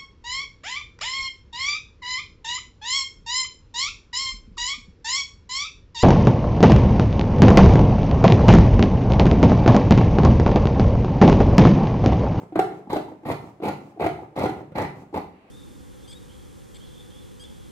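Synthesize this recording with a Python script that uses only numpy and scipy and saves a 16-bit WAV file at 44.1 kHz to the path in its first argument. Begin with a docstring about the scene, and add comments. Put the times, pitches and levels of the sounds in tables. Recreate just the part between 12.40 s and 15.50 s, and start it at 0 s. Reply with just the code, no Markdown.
"""In a hard-walled workroom, large tailor's scissors make eight cuts through cloth on a table top.
Trains of tiny clicks, coloured and swelled, give the crunch of snapping threads and the rub of the blades.
Short damped tones and noise bursts give the knocks of the lower blade on the board.
Decaying modes ring the table, scattered reflections answer from the room, and quiet air lies under it all.
At the end a hand brushes over the cloth: a soft sweep of filtered noise."""
import sys
import numpy as np
from scipy import signal
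from scipy.fft import rfft, irfft
from scipy.io import wavfile

SR = 44100
rng = np.random.default_rng(int(sys.argv[2]) if len(sys.argv) > 2 else 0)


def inscribe(sig):
    """Save sig as 16-bit PCM at rate SR to the path in sys.argv[1].

    A 1-D sig is mono; a 2-D sig holds one channel per row.
    Samples are clipped to [-1, 1] before scaling.
    """
    pcm = np.round(np.clip(np.atleast_2d(sig).T, -1, 1) * 32767)
    wavfile.write(sys.argv[1], SR, pcm.astype(np.int16))


N = 136710
T, HZ = np.arange(N) / SR, np.fft.rfftfreq(2 * N, 1 / SR)

# Colour of the quiet air: [f/Hz, relative level/dB]
AIR_COLOUR = [(20, -19.5), (60, -8), (130, -2.5), (330, -0.5), (600, -0.5), (900, -4), (1400, -15),
              (2200, -18), (4000, -30), (8000, -34.5), (16000, -42)]
# Decay of the room: [f/Hz, t60/s]
ROOM_DECAY = [(80, 0.5), (210, 0.71), (560, 0.39), (1470, 0.42), (3880, 0.4), (10200, 0.38), (16000, .35)]
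# Strength of the room, before its build-up ramp: [f/Hz, level/dB]
ROOM_LEVEL = [(80, 0.5), (150, -1.5), (300, -1), (750, -1.5), (1400, 3), (2500, 1), (5000, 0.5),
              (14000, -2)]
# Likeness of left and right in room, air and hand: [f/Hz, likeness/0-1]
ROOM_ALIKE = [(50, 0.86), (160, 1), (370, 0.88), (650, 0.46), (1000, 0.14), (2000, 0), (16000, 0)]
# Likeness of left and right in the clicks and the steel chatter: [f/Hz, likeness/0-1]
DIRECT_LIKENESS = [(50, 1), (700, .97), (1500, 0.69), (4000, 0.59), (9000, 0.6), (16000, 0.11)]
# Colour difference of the two microphones: [f/Hz, left minus right level/dB]
MIC_BALANCE = [(100, -1.5), (350, 0), (650, 1), (1100, 1), (2300, -2.5), (5000, -3.5), (9000, 0.5),
               (16000, 2.5)]
# Modes of the table top: [f/Hz, level/dB, t60/s]
TABLE_MODES = [(78, -8, 0.25), (113.2, 1, 1), (143, 7.5, 0.53), (191.8, -1.5, 1), (240, -7, 0.9),
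               (316.4, 6, 0.25), (390.7, -4, 0.18), (509, 7, 0.1), (632, -18, 0.75), (728, -7.5, 0.71),
               (755.7, -3.5, 0.43), (868, 2, 0.15), (1212, 8, 0.16), (1335, -4, 0.27)]
# Hand sweeping over the cloth: [start t/s, length t/s, level/dB]
HAND_SWEEP = (2.9, .34, -64.5)
# Colour of the brushed cloth: [f/Hz, relative level/dB]
CLOTH_COLOUR = [(30, -30), (150, -14), (500, -9), (950, 10.5), (1400, -1), (2700, 5.5), (3500, -10),
                (4600, -9), (5600, -42), (16000, -37)]
# Blades rubbing open and sliding forward: [start t/s, length t/s, rub level/dB, steel hiss level/dB]
BLADE_OPENINGS = [(-.04, 0.1, -45, -64.5), (0.313, 0.1, -45, -68), (0.668, 0.073, -48.5, -70),
                  (1.002, 0.12, -47, -66), (1.384, 0.15, -49, -70), (1.751, 0.11, -45, -71),
                  (1.9, 0.066, -59.5, -94), (2.147, 0.092, -41, -68.5), (2.541, 0.11, -46.5, -66)]
# Colour of the blade rubbing on the table: [f/Hz, relative level/dB]
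RUB_COLOUR = [(25, -29), (70, -5), (130, 3.5), (350, 4), (550, -2.5), (850, 0.5), (1150, -11),
              (1600, -25.5), (2200, -22), (3000, -44), (8000, -61.5)]
# Colour of the parting steel: [f/Hz, relative level/dB]
HISS_COLOUR = [(800, -19), (2200, 10), (4000, 0), (5500, 2.5), (7500, 2), (10000, -5), (16000, -4)]
# Blades catching and knocking on the table, before the board and steel trims:
# [t/s, thud level/dB, thud f/Hz, clack level/dB, clack f/Hz, crack level/dB, steel tick level/dB]
BLADE_KNOCKS = [(0.122, -28, 327, -35, 740, -54, -72), (.156, -14, 347, -17, 668, -31.5, -48),
                (.1905, -8.5, 388, -8, 751, -22, -33.5), (.32, -29.5, 306, -29.5, 767, -48.5, -72),
                (0.391, -35, 400, -40, 650, -72.5, -76), (.472, -31.5, 237, -35.5, 803, -67, -72),
                (.502, -27, 287, -27, 908, -37, -49), (.529, -14.5, 387, -17.5, 833, -35, -38),
                (.56, -16.5, 297, -15.5, 626, -35, -46), (.566, -19.5, 400, -18, 712, -37.5, -46),
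                (.682, -30, 273, -33.5, 913, -66, -64), (.832, -36, 314, -43.5, 840, -59, -69),
                (.886, -20, 296.3, -29, 820, -44, -47), (.915, -58, 400, -22, 685, -32, -41),
                (1.2, -29.5, 356, -37.5, 676, -54, -71), (1.233, -19, 404, -31, 627, -42, -51),
                (1.253, -21, 249, -37, 860, -36.5, -43.5), (1.283, -22.5, 327, -20.5, 826, -30, -38.5),
                (1.52, -48, 337, -46, 784, -67, -71), (1.562, -40, 398, -51, 760, -66, -84),
                (1.573, -36.5, 324, -35, 720, -69, -75), (1.596, -23, 406, -22, 743, -40, -57),
                (1.608, -18.5, 428, -18.5, 665, -49, -53), (1.621, -21, 420, -18.5, 685, -33, -57),
                (1.64, -21.5, 310, -19, 806, -31.5, -45), (1.662, -14.5, 361.5, -12.5, 696, -28, -39.5),
                (1.789, -39, 322, -29.5, 803, -58, -72), (1.961, -38, 387, -33, 834, -41, -47.5),
                (1.989, -25, 400, -31, 750, -36.5, -40), (2.012, -34, 398, -21, 581, -42, -59),
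                (2.031, -26.5, 207, -23, 898, -50, -42), (2.056, -14.5, 380, -17, 758, -29.5, -41),
                (2.092, -25, 317, -26.5, 800, -35.5, -48), (2.319, -31, 150, -39.5, 550, -54, -68),
                (2.381, -42, 272, -27.5, 865, -30.5, -41), (2.398, -20.5, 151, -27, 942, -34.5, -63),
                (2.417, -20.5, 346, -23, 862, -43, -41.5), (2.443, -29, 302, -24.5, 801, -43, -55),
                (2.727, -31, 322, -37, 790, -59, -66), (2.742, -20, 411, -24, 889, -36.5, -47),
                (2.776, -22, 281, -24, 820, -39, -47.5)]
# Colour of a knock's crack: [f/Hz, relative level/dB]
CRACK_COLOUR = [(400, -16.5), (900, -0.5), (1400, 2.5), (1750, -4.5), (2050, -2.5), (2600, -6), (3200, -12),
                (3900, -12), (5000, -25), (16000, -39.5)]
# Colour of the steel tick: [f/Hz, relative level/dB]
TICK_COLOUR = [(500, -47), (2500, -10), (4000, 9), (5200, 7.5), (8000, 2), (12000, -1), (16000, -8.5)]
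# Blades closing through cloth: [start t/s, length t/s, crunch level/dB, table boom level/dB,
# thread fizz level/dB, swell over the stroke/dB, blade rasp level/dB, rasp f/Hz]
SCISSOR_CUTS = [(0.152, 0.054, -35, -33, -62, -11.5, -44, 1390),
                (0.493, 0.083, -32, -37.5, -51.5, 1.5, -51, 3800),
                (0.851, 0.083, -29.5, -35, -48, 3.5, -44.5, 2070),
                (1.22, 0.082, -29, -39, -50, 1.5, -46.5, 2440),
                (1.593, 0.084, -31, -35, -52, 4, -40.5, 2210),
                (1.956, 0.1053, -29, -37, -53, 3.5, -45.5, 2130),
                (2.35, 0.11, -30.5, -36, -54, -4, -41.5, 1960),
                (2.736, 0.046, -31, -35.5, -53.5, 9.5, -56, 2320)]
# Colour of the snapping threads: [f/Hz, relative level/dB]
CRUNCH_COLOUR = [(60, -27), (180, 3.5), (330, 0.5), (550, -1), (880, -0.5), (1100, -7), (1650, -27),
                 (2100, -15), (2500, -22.5), (3000, -30), (4100, -25.5), (5500, -38.5), (16000, -59)]
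# Colour of the board under a cut: [f/Hz, relative level/dB]
BOOM_COLOUR = [(20, -37.5), (40, -26.5), (70, -4), (115, 1.5), (200, -2.5), (300, -15), (600, -29),
               (3000, -78)]
# Colour of the fine thread fizz: [f/Hz, relative level/dB]
FIZZ_COLOUR = [(500, -23), (2000, 12.5), (4200, 8.5), (5200, -3.5), (7000, 0.5), (9500, 0), (12000, 6.5),
               (14000, -2.5), (16000, -10)]

AIR_DB = -57.5
ROOM_BUILD_S, REFLECTIONS_PER_S = 0.01, 5000
MIC_LAG_S = 0.00014  # direct sound reaches the left microphone first
EDGE_HZ = 15900  # upper band limit
SNAPS_PER_S, SNAP_SPREAD_DB, RUB_SPREAD_DB = 1400, 4, 3.5
CLUMP_S, CLUMP_DB, SCUFF_DB = 0.0089, 2, 5  # the blades stick and slip, so snaps and scuffs clump
SLIDE_FADE_S = 0.026
THUD_RISE_S, CLACK_RISE_S, CRACK_RISE_S, TICK_RISE_S = 0.0033, 0.0018, 0.0027, 0.0023
THUD_HOLD_S, CLACK_HOLD_S = 0.0038, 0.005  # the blade stays pressed on the board for a moment
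SING_DB, SING_T60_S, SING_RISE_S = -15.5, 0.23, 0.027  # the pressed board sings on at the clack's pitch
ECHO_S, ECHO_DB = 0.0052, -2.5  # crack and tick glance off the table
KNOCK_BOARD_DB, KNOCK_STEEL_DB, KNOCK_RING_DB = -4.5, -3, -0.5  # trims: board, steel, table ring
LEAD_S = 0.0048  # the edges touch the cloth just before they bite
BITE_S, FIZZ_BITE_S, RELEASE_S = 0.016, 0.025, 0.0066
RASP_WIDTH_HZ = 536


def amp(db):
    """Decibels to gain."""
    return 10 ** (np.asarray(db) / 20)


def read(points, hz):
    """Reads a table on a log-frequency axis."""
    f, value = np.transpose(points)
    return np.interp(np.log(hz + 1), np.log(f + 1), value)


def evened(x):
    """Scales to unit power."""
    return x / np.sqrt(np.mean(x ** 2))


def colour(x, points):
    """Causal (minimum-phase) filter of the given shape that keeps the power of white noise."""
    gain = amp(read(points, HZ))
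    log_gain = np.log(gain / np.sqrt(np.mean(gain ** 2)))
    mirrored = np.r_[log_gain, log_gain[-2:0:-1]]
    response = np.exp(np.conj(signal.hilbert(mirrored)))[:N + 1]
    return irfft(rfft(x, 2 * N) * response)[..., :N]


def resonate(x, hz, width):
    """A steep band around one pitch, at unit power."""
    band = [max(hz - width / 2, 100), hz + width / 2]
    return evened(signal.sosfilt(signal.butter(2, band, "band", fs=SR, output="sos"), x))


def pair(x, alike):
    """Blends two unrelated signals into a left and right of given likeness."""
    a, b = rfft(x, 2 * N)
    c = np.clip(read(alike, HZ), -1, 1)
    return irfft(np.array([a, c * a + np.sqrt(1 - c ** 2) * b]))[:, :N]


def noise():
    """Two unrelated channels of white noise."""
    return rng.standard_normal((2, N))


def gate(start, length, rise, fall):
    """Soft attack, hold and straight release, all within the length."""
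    attack = np.sin(np.pi / 2 * np.clip((T - start) / rise, 0, 1)) ** 2
    return attack * np.clip((start + length - T) / fall, 0, 1)


def swell(s, rise, hold=0):
    """A blow that rises, holds and dies away."""
    t = T - s
    held = t - np.clip(t - rise, 0, hold)  # time stands still at the peak
    u = np.clip(held / rise, 0, 60)
    return (u * np.exp(1 - u)) ** 2


def snaps(spread_db):
    """A dense train of tiny clicks of uneven size, scaled to unit power before the stereo blend."""
    size = amp(spread_db * np.minimum(rng.exponential(1, (2, N)), 4))
    sign = rng.choice([-1, 1], (2, N))
    x = size * sign * (rng.random((2, N)) < SNAPS_PER_S / SR)
    return pair(x / x.std(), DIRECT_LIKENESS)


def clumps(depth_db):
    """Quick uneven swings of the blade's grip: slow noise read as a level in dB."""
    sway = irfft(rfft(rng.standard_normal(2 * N)) * np.exp(-(HZ * CLUMP_S) ** 2))[:N]
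    return evened(amp(depth_db * np.clip(sway / sway.std(), -2, 2)))


def air():
    """The quiet air of the workroom: steady coloured noise."""
    return amp(AIR_DB) * colour(pair(noise(), ROOM_ALIKE), AIR_COLOUR)


def room(x):
    """Dense reflections build up quickly and die at a rate set by frequency."""
    taps = rng.choice([-1., 1.], (2, N)) * (rng.random((2, N)) < REFLECTIONS_PER_S / SR)
    hz, t, z = signal.stft(pair(taps, ROOM_ALIKE)[:, :SR], SR, nperseg=256)
    fade = amp(-60 * t / read(ROOM_DECAY, hz)[:, None])
    power = np.mean(fade ** 2, 1, keepdims=True) * SR
    fade *= amp(read(ROOM_LEVEL, hz))[:, None] / np.sqrt(power)
    tail = signal.istft(z * fade / taps.std(), SR, nperseg=256)[1][:, :SR]
    tail = tail * np.minimum(T[:SR] / ROOM_BUILD_S, 1)
    # the more left and right agree, the louder their sum, so scale it back
    likeness = max(np.corrcoef(x)[0, 1], 0)
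    mono = x.sum(0)[None] / np.sqrt(2 + 2 * likeness)
    return signal.fftconvolve(mono, tail, axes=1)[:, :N]


def table(x):
    """The modes of the table top ring on after whatever shakes it."""
    t, ring = T[:SR], np.zeros(SR)
    for hz, db, t60 in TABLE_MODES:
        unit_peak = 2 * np.log(1000) / (t60 * SR)  # long modes gain no extra level at their pitch
        ring += amp(db - 60 * t / t60) * np.cos(2 * np.pi * hz * t) * unit_peak
    return signal.fftconvolve(x, ring[None], axes=1)[:, :N]


def hand():
    """A hand brushes over the cloth: one soft sweep of filtered noise."""
    start, length, db = HAND_SWEEP
    sweep = gate(start, length, 0.051, 0.11) * pair(noise(), ROOM_ALIKE)
    return amp(db) * colour(sweep, CLOTH_COLOUR)


def opening():
    """The blades part with a faint hiss while the lower one scuffs along the table."""
    rub, hiss = np.zeros((2, N))
    for start, length, rub_db, hiss_db in BLADE_OPENINGS:
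        stroke = gate(start, length, SLIDE_FADE_S, SLIDE_FADE_S)
        rub += stroke * amp(rub_db)
        hiss += stroke * amp(hiss_db)
    scuff = rub * clumps(SCUFF_DB) * snaps(RUB_SPREAD_DB)
    return colour(scuff, RUB_COLOUR) + colour(hiss * noise(), HISS_COLOUR)


def glancing(s, rise):
    """A blow of steel and its bounce off the table."""
    return swell(s, rise) + amp(ECHO_DB) * swell(s + ECHO_S, rise)


def knocks():
    """Each knock is a damped thud and clack of the board, with a crack and a tick of steel."""
    board, crack, tick = np.zeros((3, N))
    for s, thud_db, thud_hz, clack_db, clack_hz, crack_db, tick_db in BLADE_KNOCKS:
        turn = 2 * np.pi * (T - s)
        board += amp(thud_db) * swell(s, THUD_RISE_S, THUD_HOLD_S) * np.sin(turn * thud_hz)
        age = np.maximum(T - s, 0)
        sing = np.minimum(age / SING_RISE_S, 1) * amp(SING_DB - 60 * age / SING_T60_S)
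        clack = swell(s, CLACK_RISE_S, CLACK_HOLD_S) + sing
        board += amp(clack_db) * clack * np.sin(turn * clack_hz)
        crack += amp(crack_db) * glancing(s, CRACK_RISE_S)
        tick += amp(tick_db) * glancing(s, TICK_RISE_S)
    chatter = pair(noise(), DIRECT_LIKENESS)
    steel = colour(crack * chatter, CRACK_COLOUR) + colour(tick * chatter, TICK_COLOUR)
    return amp(KNOCK_BOARD_DB) * board + amp(KNOCK_STEEL_DB) * steel


def cutting():
    """Threads snap between the blades: a crunch, a boom in the board, a rasp of the edges and a fine fizz."""
    crunch, boom, fizz = np.zeros((3, N))
    rasp = np.zeros((2, N))
    grip, edges = clumps(CLUMP_DB), snaps(SNAP_SPREAD_DB)
    for start, length, crunch_db, boom_db, fizz_db, swell_db, rasp_db, rasp_hz in SCISSOR_CUTS:
        force = amp(swell_db * np.clip((T - start) / length - .5, -1, 1))  # 0 dB at mid-stroke
        stroke = force * gate(start - LEAD_S, length + LEAD_S, BITE_S, RELEASE_S)
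        shear = force * gate(start - LEAD_S, length + LEAD_S, FIZZ_BITE_S, RELEASE_S)
        crunch += stroke * amp(crunch_db)
        boom += stroke * amp(boom_db)
        fizz += shear * amp(fizz_db)
        rasp += shear * amp(rasp_db) * resonate(edges, rasp_hz, RASP_WIDTH_HZ)
    threads = grip * snaps(SNAP_SPREAD_DB)
    fibres = 0.5 * threads + 0.75 * grip * noise()
    cloth = colour(threads * crunch, CRUNCH_COLOUR) + colour(fibres * fizz, FIZZ_COLOUR)
    board = colour(snaps(SNAP_SPREAD_DB) * boom, BOOM_COLOUR)
    return cloth + board + grip * rasp


def scene():
    """Scissors and hand at the table, the room's answer and its quiet air."""
    friction = hand() + opening() + cutting()
    blows = knocks()
    near = friction + blows
    direct = near + table(friction + amp(KNOCK_RING_DB) * blows)
    late_right = np.interp(T - MIC_LAG_S, T, direct[1])
    return air() + room(near) + np.array([direct[0], late_right])


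def record(dry):
    """The two microphones differ a little in colour; then the band limit."""
    lean = amp(np.outer([.5, -.5], read(MIC_BALANCE, HZ)))
    heard = irfft(rfft(dry, 2 * N) * lean)[:, :N]
    low_pass = signal.firwin(511, EDGE_HZ, window=("kaiser", 9), fs=SR)
    return signal.oaconvolve(heard, low_pass[None], "same")


dry = scene()
out = record(dry)
inscribe(out)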